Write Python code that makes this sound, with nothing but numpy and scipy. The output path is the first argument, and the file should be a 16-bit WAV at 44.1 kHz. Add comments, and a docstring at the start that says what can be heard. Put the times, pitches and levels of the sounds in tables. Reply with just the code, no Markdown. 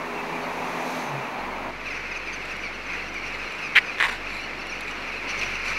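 """Jackdaws at dusk: hundreds yelp from a high roof and take off with swishing wings; each yelp is a falling
harmonic tone shaped by throat and bill, with echoes from the walls, over a city rumble of coloured noise.
Before that, up to an abrupt change, a car rolls past close by (engine harmonics, tyre noise) with a few jackdaws.
Throughout: a camcorder motor (stepped hum). Its mount creaks twice (stick-slip ringing the casing);
soft rustles and ticks are filtered noise."""
import sys
import numpy as np
from scipy import signal
from scipy.fft import rfft, irfft
from scipy.io import wavfile
from scipy.ndimage import uniform_filter1d, minimum_filter1d

SR = 44100
rng = np.random.default_rng(int(sys.argv[2]) if len(sys.argv) > 2 else 0)


def pcm_store(signal):
    """Save signal as 16-bit PCM."""
    levels = np.round(np.clip(np.atleast_2d(signal), -1, 1) * 32767)
    wavfile.write(sys.argv[1], SR, levels.astype(np.int16).T)


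N = 254898
TIME = np.arange(N) / SR

# All spectra: relative level; noise colours are per Hz.
# Whole flock: t/s, level/dB
FLOCK_T_DB = [(0, -42), (1.7, -44), (1.93, -35.5), (2.68, -35), (2.79, -38.5), (2.93, -31), (3.1, -38),
              (3.24, -34.5), (3.95, -35), (4.2, -38), (4.33, -34), (4.64, -37.5), (4.88, -34.5),
              (5.0, -36.5), (5.22, -34.5), (5.31, -30.5), (5.58, -31.5), (5.72, -28.5)]
# Nearest yelps: t/s, length/s, start f/Hz, fall/share, mid arch/share, level/dB, overtones/dB,
# bill resonance f/Hz, roughness/0-1
YELPS = [(0.141, 0.076, 1370, 0.077, 0.016, -41, -25, 5100, 0.38),
         (.3, 0.1, 1230, .08, .01, -42, -22, 4800, 0.4),
         (1.222, 0.048, 1400, 0.16, .01, -43, -19, 4900, .4),
         (1.384, .035, 1430, 0.053, .01, -49, -5, 4200, .4),
         (1.845, 0.062, 1410, 0.29, .025, -35, -11, 4000, 0.5),
         (1.899, 0.03, 1330, 0.093, .015, -37, -4.5, 5100, 0.08),
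         (1.905, 0.021, 1060, .1, 0.019, -36, -18, 4100, .1),
         (1.939, 0.049, 1316, 0.17, .02, -38.5, -6, 5700, 0.6),
         (2.055, .03, 1370, .1, .01, -45, -16, 5600, .1), (2.107, .03, 1313, .15, .03, -35, -7, 5200, .25),
         (2.148, 0.037, 1322, 0.14, 0.018, -33, -8.5, 5570, 0.64),
         (2.256, 0.042, 1330, .18, 0.023, -35.5, -9, 5000, .5),
         (2.282, .025, 1104, .06, 0.0074, -38, -14, 4300, .5),
         (2.324, .032, 1593, .1, 0.028, -41, -4, 5600, 0.18),
         (2.497, 0.036, 1460, 0.2, 0.017, -38.5, -6, 5800, 0),
         (2.631, 0.051, 1197, 0.13, 0.016, -35, -9, 4800, .2),
         (2.646, .025, 1485, .12, 0.016, -46, -3, 5500, .2),
         (2.718, 0.023, 1390, .09, 0, -48, -6, 4000, .1), (2.86, 0.019, 1520, .03, .01, -50, -7, 6000, .15),
         (2.925, 0.034, 1130, 0.19, -0.011, -36.5, -22, 4700, .1),
         (3.052, 0.036, 1495, 0.15, 0.0043, -45, -8, 5600, .2),
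         (3.083, .02, 1540, .06, 0.0028, -48.5, -4, 5700, .1),
         (3.151, 0.042, 1195, 0.17, .03, -34.5, -13, 4600, .2),
         (3.222, 0.034, 1230, .16, 0.008, -38, -18, 4600, .1),
         (3.252, 0.037, 1563, 0.17, .01, -39.5, -8, 5600, 0.7),
         (3.37, 0.075, 1270, .03, .02, -41, -8, 5200, .2),
         (3.455, .035, 1410, 0.042, 0, -42, -9, 4200, 0.24),
         (3.543, .03, 1357, 0.14, .01, -45, -16, 4800, .1),
         (3.581, .018, 1450, 0.12, -0.0087, -39, -14, 5500, .2),
         (3.619, 0.068, 1224, .13, 0.1, -34, -7.5, 5200, 0),
         (3.848, 0.06, 1245, .09, 0.028, -41, -2, 4970, .02),
         (3.881, 0.032, 1260, .05, .01, -32.5, -27, 6000, .2),
         (3.908, .05, 1395, .04, -.01, -47, -3, 4100, 0),
         (4.249, 0.034, 1430, 0.19, 0.015, -45, -4, 5300, 0.07),
         (4.262, .018, 1288, .06, .01, -36, -22, 5000, .3),
         (4.294, .025, 1460, .02, .01, -47, -3, 4300, .1),
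         (4.37, 0.053, 1400, 0.032, -.02, -43, -3, 4100, .4),
         (4.438, .04, 1170, .19, .02, -41, -18, 4000, .05),
         (4.585, .03, 1350, 0.044, .015, -43, -3, 5350, .1),
         (4.605, 0.03, 1530, .08, 0.007, -46.5, -3, 4300, .1),
         (4.692, 0.04, 1455, 0.21, 0.049, -41.5, 2, 5600, 0.06),
         (4.721, 0.03, 1273, .22, 0.016, -37, -12, 5800, .02),
         (4.813, .018, 1130, .1, 0, -40, -20, 4500, .1), (4.828, .018, 1570, .08, .01, -51, -1, 6100, .1),
         (4.973, 0.018, 1480, 0.075, 0.0039, -47.5, -4, 4300, .1),
         (5.01, 0.034, 1480, 0.12, .01, -44, -8, 4200, 0.1),
         (5.07, .042, 1300, .19, 0.014, -35.5, -12, 4900, .55),
         (5.116, .035, 1352, .1, 0.0072, -36.5, -8, 4200, .2),
         (5.165, 0.032, 1390, 0.036, -0.011, -44, -3, 4100, 0.16),
         (5.284, 0.049, 1476, 0.12, 0.033, -39, -4.5, 5600, 0.72),
         (5.387, .02, 1547, 0.12, 0.015, -38, -2, 5600, 0.3),
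         (5.401, 0.046, 1398, 0.15, .01, -29.5, -9, 4900, .95),
         (5.534, 0.042, 1540, 0.14, .02, -40.5, -9, 5830, .6),
         (5.6, 0.035, 1267, 0.11, 0.018, -39, -8, 4800, .1),
         (5.655, .05, 1300, 0.15, .02, -33.5, -7, 5500, 0.66),
         (5.745, 0.047, 1292, 0.21, 0.039, -32.5, -12, 4700, .5)]
# Jackdaw throat: f/Hz, level/dB
THROAT_HZ_DB = [(900, -0.5), (1400, -10.5), (1850, 2.5), (2300, 10.5), (2650, 7.5), (3150, -14), (4200, 7),
                (5200, -2), (6200, 4.5), (7000, -23), (8300, -23), (9200, -2), (11000, -18), (15000, -34.5)]
# Blur of the farthest birds: f/Hz, level/dB
BLUR_HZ_DB = [(700, -12.5), (1300, 0), (1900, -1.5), (2400, 3), (2700, -5.5), (3200, -18), (4200, -15.5),
              (5100, -16), (6100, -27), (7000, -28), (12000, -43)]
# Wings at take-off: t/s, level/dB
TAKEOFF_T_DB = [(4.8, -75), (5.22, -60), (5.42, -41.5), (5.52, -52), (5.7, -49)]
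# Wing stroke colour: f/Hz, level/dB
SWISH_HZ_DB = [(1500, -18), (3200, 9), (4300, -3), (6000, 6), (7200, -14), (11000, -17), (15000, -30)]
# Car engine: t/s, firing f/Hz, level/dB
ENGINE_T_HZ_DB = [(0, 81.7, -45.5), (.2, 82.3, -39), (.27, 82.84, -38), (.6, 83.84, -40.5),
                  (.97, 84.6, -35), (1.1, 72.5, -47), (1.18, 67.9, -41), (1.27, 65.45, -53),
                  (1.54, 64.15, -44), (1.71, 63.3, -42.5)]
# Exhaust and body resonances: f/Hz, level/dB
EXHAUST_HZ_DB = [(80, -25), (128, -9), (141, 15), (165, -4.5), (205, -1), (252, 0), (335, -9), (415, 4),
                 (500, -72), (600, -1), (900, -31)]
# Tyre roar colour: f/Hz, level/dB
ROAR_HZ_DB = [(65, -40), (110, -14.5), (133, -15.5), (215, -6), (248, -3), (291, -5), (382, -5),
              (414, -6.5), (456, -5), (981, -1), (1440, -9), (2400, -8.5), (3050, -20), (5000, -32.5),
              (6500, -67.5), (11000, -120)]
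# Tread hiss colour: f/Hz, level/dB
HISS_HZ_DB = [(2500, -4), (4000, 7.5), (5000, 1.5), (6200, 4.5), (7200, -3), (8700, -8.5), (9700, -3.5),
              (10400, -10.5), (11400, -3), (13500, -12), (15500, -19)]
# Thin singing note of the car, before random swell: t/s, level/dB
SING_T_DB = [(.62, -83), (.7, -58), (.85, -59), (.96, -53), (1.09, -53), (1.13, -80)]
# Mount creaks: t/s, length/s, slip rms before fade/dB, squeak/dB, fade over creak/dB, damping/multiple of casing's
CREAKS = [(3.752, 0.04, -17, 5.5, 0, 1), (3.997, .02, -27.5, 1, -4, 1.2),
          (4.028, 0.048, -22.5, -2, 5.5, 1.7), (4.078, 0.025, -29.5, -1, -1, 1.8),
          (4.107, 0.055, -30.5, -0.5, 9, 1.8)]
# Hard jerks in the creaks: t/s, peak/dB, squeak/dB
JERKS = [(3.7589, -5, 2), (3.7609, -6, 7), (3.7639, -5, 3), (3.7676, -5, 2), (3.7684, -2, 3),
         (3.7711, -5, 8), (3.7721, -7, 3), (3.7761, 0, 1), (3.7773, -7, 6), (3.7801, -8, 2),
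         (3.7849, -1.5, 5), (3.984, -20, 0), (3.99, -21, 0), (4.0015, -8, 1), (4.0075, -11, -1),
         (4.0106, -11.5, 1), (4.0139, -9, 2), (4.0187, -9, 1), (4.025, -6, 0), (4.0266, -10, -1),
         (4.0304, -14, 3), (4.0354, -11.5, 0), (4.0403, -11, 2), (4.0448, -9.5, 2), (4.0498, -13, -1),
         (4.0557, -16, -1), (4.0659, -18, -2), (4.0833, -21, -2), (4.0978, -18, -1)]
# Plastic casing modes: f/Hz, width/Hz at damping 1, level/dB at squeak 0, gain per squeak/dB per dB
CASING_MODES = [(480, 570, -23, 0), (1160, 180, -10.5, -1), (1760, 320, -6, 3), (1980, 530, 9.5, 2.2),
                (2260, 1270, 7, 5.5), (3400, 340, -10.5, 2), (3650, 430, -9.5, 1.5), (4600, 640, -21, -1),
                (5640, 700, -38, -5), (7600, 270, -30, 0), (9240, 500, -22.5, 0)]
# Hiss of the sliding joint: f/Hz, level/dB
SCRAPE_HZ_DB = [(2000, 1), (5000, 8.5), (8000, -3), (10500, -7), (13000, -6), (15500, -14)]
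# Rustles close to the microphone: t/s, length/s, nominal level/dB
RUSTLES = [(2.42, 0.13, -57), (3.15, 0.65, -58), (4.07, 0.11, -46.5), (4.263, 0.2, -49),
           (4.858, 0.075, -49), (5.27, 0.39, -58), (5.627, 0.13, -46)]
# Light casing ticks: t/s, nominal level/dB
TICKS_T_DB = [(2.454, -32), (2.566, -33), (3.142, -33), (3.522, -37.5), (4.669, -33), (4.808, -26),
              (5.392, -33)]
# Rustle and tick colour: f/Hz, level/dB
RUSTLE_HZ_DB = [(2000, -21), (4000, 29.5), (6000, -2.5), (7700, 17.5), (8400, -23), (9300, -1),
                (11000, 12.5), (13000, -10), (15500, -25)]
# Camcorder motor, held until the next step: t/s, level/dB
MOTOR_T_DB = [(0, -52), (.75, -57), (1.39, -44.5), (3.25, -43), (3.47, -50.5), (4.05, -42.5), (4.37, -45.5),
              (5.36, -41.5)]
# Motor partials: multiple of MOTOR_HZ, relative level/dB
MOTOR_PARTIALS_DB = [(1, 3), (3, -6), (5, -13.5)]
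# City rumble colour: f/Hz, level/dB
CITY_HZ_DB = [(30, -24), (90, -10), (140, -4), (220, -1), (380, 0.5), (600, -1.5), (1100, -3.5),
              (2000, -1.5), (3300, -12.5), (6000, -24.5), (8300, -35), (9300, -36), (12500, -35.5),
              (15500, -57)]

CUT_S = 1.712  # street gives way to roost
BILL_HALF_WIDTH_HZ, BILL_SKIRT = 770, .19  # skirt: share added at all frequencies
WINGBEAT_HZ = 6  # mean; each wing is within 20 %
PASSES_S, SPEED_M_S, NEAREST_M = .86, 5.85, 1.47  # car's straight path past the microphone
ROAR_DB, ROAR_FALL_DB = -30, 1.18  # at nearest point; loss per doubling of distance
HISS_DB, HISS_FALL_DB = -47, 2.5
HISS_SHADOW_DB, SHADOW_S = 3, .19  # body shades the hiss once past; ramp length
ABREAST_S, ABREAST_WIDTH_S, ABREAST_DB = .96, .14, 3.6  # hiss flare with the wheels abreast
SING_HZ, SING_WANDER_HZ = 6270, 90
WHINE_HZ, WHINE_DB = 15625, -79
SLIPS_PER_S = 1000
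MODE_SCATTER_DB, MODE_DETUNE = 3, .035  # rms per ring; detune is a share of the mode's pitch
TIGHT_PITCH_PER_DB = .0259  # share of pitch per dB of squeak
LET_GO_S = .00066  # at damping 1
MOTOR_HZ, MOTOR_STEP_S = 24.5, .036
TOP_HZ = 15700


def undb(db):
    """Decibels to gain."""
    return 10 ** (np.asarray(db) / 20)


def unit(x):
    """Scale to rms 1."""
    return x / np.sqrt(np.mean(x ** 2) + 1e-18)


def curve(table, column=1):
    """One column, linear in time."""
    rows = np.array(table)
    return np.interp(TIME, rows[:, 0], rows[:, column])


def response(spectrum, hz):
    """Gain of a (Hz, dB) spectrum at hz, linear in dB over log frequency."""
    points_hz, db = np.transpose(spectrum)
    return undb(np.interp(np.log(hz + 1), np.log(points_hz), db))


def noise(spectrum):
    """Noise of that colour, rms 1."""
    white = rfft(rng.standard_normal(N))
    return unit(irfft(white * response(spectrum, np.fft.rfftfreq(N, 1 / SR)), N))


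def walk(rate_hz, size=N):
    """Random values joined by lines, rate_hz points a second, rms near 1."""
    place = np.arange(size) * rate_hz / SR + rng.random()
    points = rng.standard_normal(size // 10 + 2)
    return np.sqrt(3 / 2) * np.interp(place, np.arange(len(points)), points)


def add(out, start_s, sound):
    """Mix in at start_s, clipped to the ends."""
    i = int(start_s * SR)
    lo, hi = max(i, 0), min(i + len(sound), N)
    if hi > lo:
        out[lo:hi] += sound[lo - i:hi - i]


def echoes(x, t60_s, delay_s):
    """Scattered reflections: decaying noise tail of unit energy."""
    t = TIME[:SR]
    tail = rng.standard_normal(SR) * np.exp(-np.log(1000) * t / t60_s) * (t > delay_s)
    return signal.fftconvolve(x, tail / np.linalg.norm(tail))[:N]


def yelp(length_s, start_hz, fall, arch, overtones_db, bill_hz, rough):
    """One 'kya', rms 1: pitch slides down as the bill closes; an unsteady syrinx smears the harmonics."""
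    size = int(max(length_s, .01) * SR)
    u = np.linspace(0, 1, size)
    shake, rasp = walk(900, size=size), walk(700, size=size)
    glide = 1 - fall * u + arch * 4 * u * (1 - u)
    hz = start_hz * glide * (1 + .07 * rough * shake)
    k = np.arange(1, 9)[:, None]
    # weights every 32 samples; the bill resonance picks out overtones above the second harmonic
    partial_hz = k * hz[::32]
    resonance = 1 / (1 + ((partial_hz - bill_hz) / BILL_HALF_WIDTH_HZ) ** 2)
    bill = undb(overtones_db) * (BILL_SKIRT + resonance)
    weights = response(THROAT_HZ_DB, partial_hz) * np.where(k > 2, bill, 1)
    phase = (2 * np.pi * np.cumsum(hz) / SR).astype(np.float32)
    harmonics = np.repeat(weights, 32, axis=1)[:, :size] * np.sin(k * phase)
    swell = np.sqrt(np.abs(np.sin(np.pi * u)))
    return unit(harmonics.sum(axis=0) * swell * (1 + .5 * rough * rasp))


def flock(count=900):
    """Hundreds of short, mostly hoarse calls, denser as the level rises; the farthest melt into a noise blur."""
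    level = undb(curve(FLOCK_T_DB))
    crowding = np.cumsum(level) / np.sum(level)
    calls = np.zeros(N)
    evens = rng.random((count, 5))
    spreads = np.tanh(rng.standard_normal((count, 4)))
    for i, (even, spread) in enumerate(zip(evens, spreads)):
        when, long, fall, rough, bend = even
        pitch, near, bright, bill = spread
        voice = yelp(.018 + .035 * long ** 2, 1270 * np.exp(.17 * pitch), .03 + .1796 * fall,
                     .04 * bend ** 2, -13.5 + 2 * bright, 4800 + 1200 * bill, .15 + .6 * rough)
        start_s = np.searchsorted(crowding, (i + when) / count) / SR - .02
        add(calls, start_s, undb(4 * near) * voice)
    calls = unit(calls / np.sqrt(level))  # crowding already carries part of the level
    chatter = undb(-2.4) * calls + undb(-12) * echoes(calls, t60_s=.8, delay_s=.02)
    blur = undb(-4.5 + walk(25)) * noise(BLUR_HZ_DB)
    return (chatter + blur) * level


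def near_birds():
    """Single calls that stand out, with a little echo from the facade."""
    out = np.zeros(N)
    for start_s, length_s, hz, fall, arch, db, overtones_db, bill_hz, rough in YELPS:
        add(out, start_s, undb(db) * yelp(length_s, hz, fall, arch, overtones_db, bill_hz, rough))
    return out + undb(-14) * echoes(out, t60_s=.5, delay_s=.03)


def wings(count=14):
    """Take-off: wings beat out of step, each stroke a short swish of noise."""
    strokes = np.zeros(N)
    for pace, start in rng.random((count, 2)):
        beat = np.sin(2 * np.pi * (WINGBEAT_HZ * (.8 + .4 * pace) * TIME + start))
        strokes += np.maximum(beat, 0) ** 12
    return noise(SWISH_HZ_DB) * unit(strokes) * undb(curve(TAKEOFF_T_DB))


def engine():
    """Ten firing harmonics slide through fixed exhaust resonances."""
    hz = curve(ENGINE_T_HZ_DB) * (1 + .004 * walk(15))
    phase = 2 * np.pi * np.cumsum(hz) / SR
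    out = np.zeros(N)
    for k in range(1, 11):
        gain = response(EXHAUST_HZ_DB, k * hz) * undb(2 * walk(10.4))
        out += gain * np.sin(k * phase + 2 * np.pi * rng.random())
    return unit(out) * undb(curve(ENGINE_T_HZ_DB, column=2))


def tyres():
    """Roar and hiss fall with distance; the body shades the hiss behind the car."""
    past_s = TIME - PASSES_S
    doublings = np.log2(np.hypot(SPEED_M_S * past_s, NEAREST_M) / NEAREST_M)
    behind = np.clip(past_s / SHADOW_S - .5, 0, 1)
    abreast = np.exp(-((TIME - ABREAST_S) / ABREAST_WIDTH_S) ** 2)
    roar_db = ROAR_DB - ROAR_FALL_DB * doublings + .37 * walk(13.03)
    hiss_db = HISS_DB - HISS_FALL_DB * doublings - HISS_SHADOW_DB * behind + ABREAST_DB * abreast
    return noise(ROAR_HZ_DB) * undb(roar_db) + noise(HISS_HZ_DB) * undb(hiss_db)


def car():
    """Engine, tyres and a thin singing note of wandering pitch and strength."""
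    sing_phase = 2 * np.pi * np.cumsum(SING_HZ + SING_WANDER_HZ * walk(600)) / SR
    sing = np.sin(sing_phase) * walk(150) * undb(curve(SING_T_DB))
    return engine() + tyres() + sing


def whine():
    """Thin electronic whine in the street: a steady sine."""
    return undb(WHINE_DB) * unit(np.sin(2 * np.pi * WHINE_HZ * TIME))


def casing(squeak_db, damping=1):
    """Ring after one jerk, peak 1: a tight joint rings higher and brings out middle modes; damping shortens it."""
    t = TIME[:SR // 80]
    ring = np.zeros(len(t))
    scatter = rng.standard_normal((len(CASING_MODES), 2))
    for (hz, width_hz, db, share), (strong, sharp) in zip(CASING_MODES, scatter):
        gain = undb(db + share * squeak_db + MODE_SCATTER_DB * strong)
        mode_hz = hz * (1 + TIGHT_PITCH_PER_DB * squeak_db + MODE_DETUNE * sharp)
        ring += gain * np.exp(-np.pi * width_hz * damping * t) * np.sin(2 * np.pi * mode_hz * t)
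    give = 1 - np.exp(-(t * damping / LET_GO_S) ** 2)  # joint lets go gradually
    ring = signal.lfilter(*signal.butter(2, 450, "high", fs=SR), ring * give)
    return ring / np.abs(ring).max()


def mount(count=64):
    """Stick-slip: the joint loads and jerks free, with uneven small slips between; each rings the casing."""
    out = np.zeros(N)
    for start_s, length_s, db, squeak_db, fade_db, damping in CREAKS:
        run = np.zeros(N)
        gaps = rng.uniform(.3, 1.7, count)
        forces = rng.choice([-1, 1], count) * rng.uniform(.2, 1, count)
        for when_s, force in zip(np.cumsum(gaps) / SLIPS_PER_S, forces):
            if when_s < length_s:
                swell = np.sin(np.pi * when_s / length_s) ** .31
                add(run, start_s + when_s, force * swell * casing(squeak_db, damping))
        run *= undb(db) * np.sqrt(length_s * SR / np.sum(run ** 2))
        out += run * undb(-fade_db * np.clip((TIME - start_s) / length_s, 0, 1))
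    for start_s, db, squeak_db in JERKS:
        add(out, start_s, undb(db) * casing(squeak_db))
    # surfaces hiss while they slide
    sliding = np.sqrt(np.abs(uniform_filter1d(np.abs(out), size=200)))
    scrape = undb(-31) * sliding * noise(SCRAPE_HZ_DB) * undb(1.2 * walk(500))
    close_echo = undb(-15) * echoes(out, t60_s=.02, delay_s=.001)
    far_echo = undb(-26) * echoes(out, t60_s=.25, delay_s=.01)
    return out + scrape + close_echo + far_echo


def handling():
    """Grainy rustles and dry ticks at the microphone: noise under swells and fast decays."""
    swell, ticks = np.zeros(N), np.zeros(N)
    for start_s, length_s, db in RUSTLES:
        add(swell, start_s, undb(db) * np.sqrt(np.hanning(int(length_s * SR))))
    for start_s, db in TICKS_T_DB:
        add(ticks, start_s, undb(db) * np.exp(-TIME[:SR // 20] / .0037) / 2)
    grain = undb(4 * walk(300))
    return noise(RUSTLE_HZ_DB) * (swell * grain + ticks)


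def motor():
    """Camcorder's low hum: a few harmonics, stepping in strength."""
    starts_s, levels_db = np.transpose(MOTOR_T_DB)
    held_db = levels_db[np.searchsorted(starts_s[1:], TIME)]
    strength = undb(uniform_filter1d(held_db, size=int(MOTOR_STEP_S * SR)))
    phase = 2 * np.pi * MOTOR_HZ * TIME
    hum = sum(undb(db) * np.cos(round(k) * phase) for k, db in MOTOR_PARTIALS_DB)
    return unit(hum) * strength


def city():
    """Distant traffic and ventilation: nearly steady coloured noise."""
    return noise(CITY_HZ_DB) * undb(-37 + .59 * walk(5))


def scene():
    """Street first, roost after; jackdaws in both."""
    street = np.clip((CUT_S - TIME) / .011 + .5, 0, 1)
    birds = flock() + near_birds() + wings()
    places = street * (car() + whine()) + (1 - street) * city()
    camcorder = mount() + handling() + motor()
    return (birds + places + camcorder)[None]


def record(dry):
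    """Limiter holds peaks to .98 of full scale; a steep low-pass then cuts the top."""
    room_left = 1 / np.maximum(np.abs(dry) / .98, 1)
    gain = uniform_filter1d(minimum_filter1d(room_left, size=89), size=89)
    low_pass = signal.ellip(8, .2, 80, TOP_HZ, fs=SR, output="sos")
    return signal.sosfilt(low_pass, gain * dry)


dry = scene()
out = record(dry)
pcm_store(out)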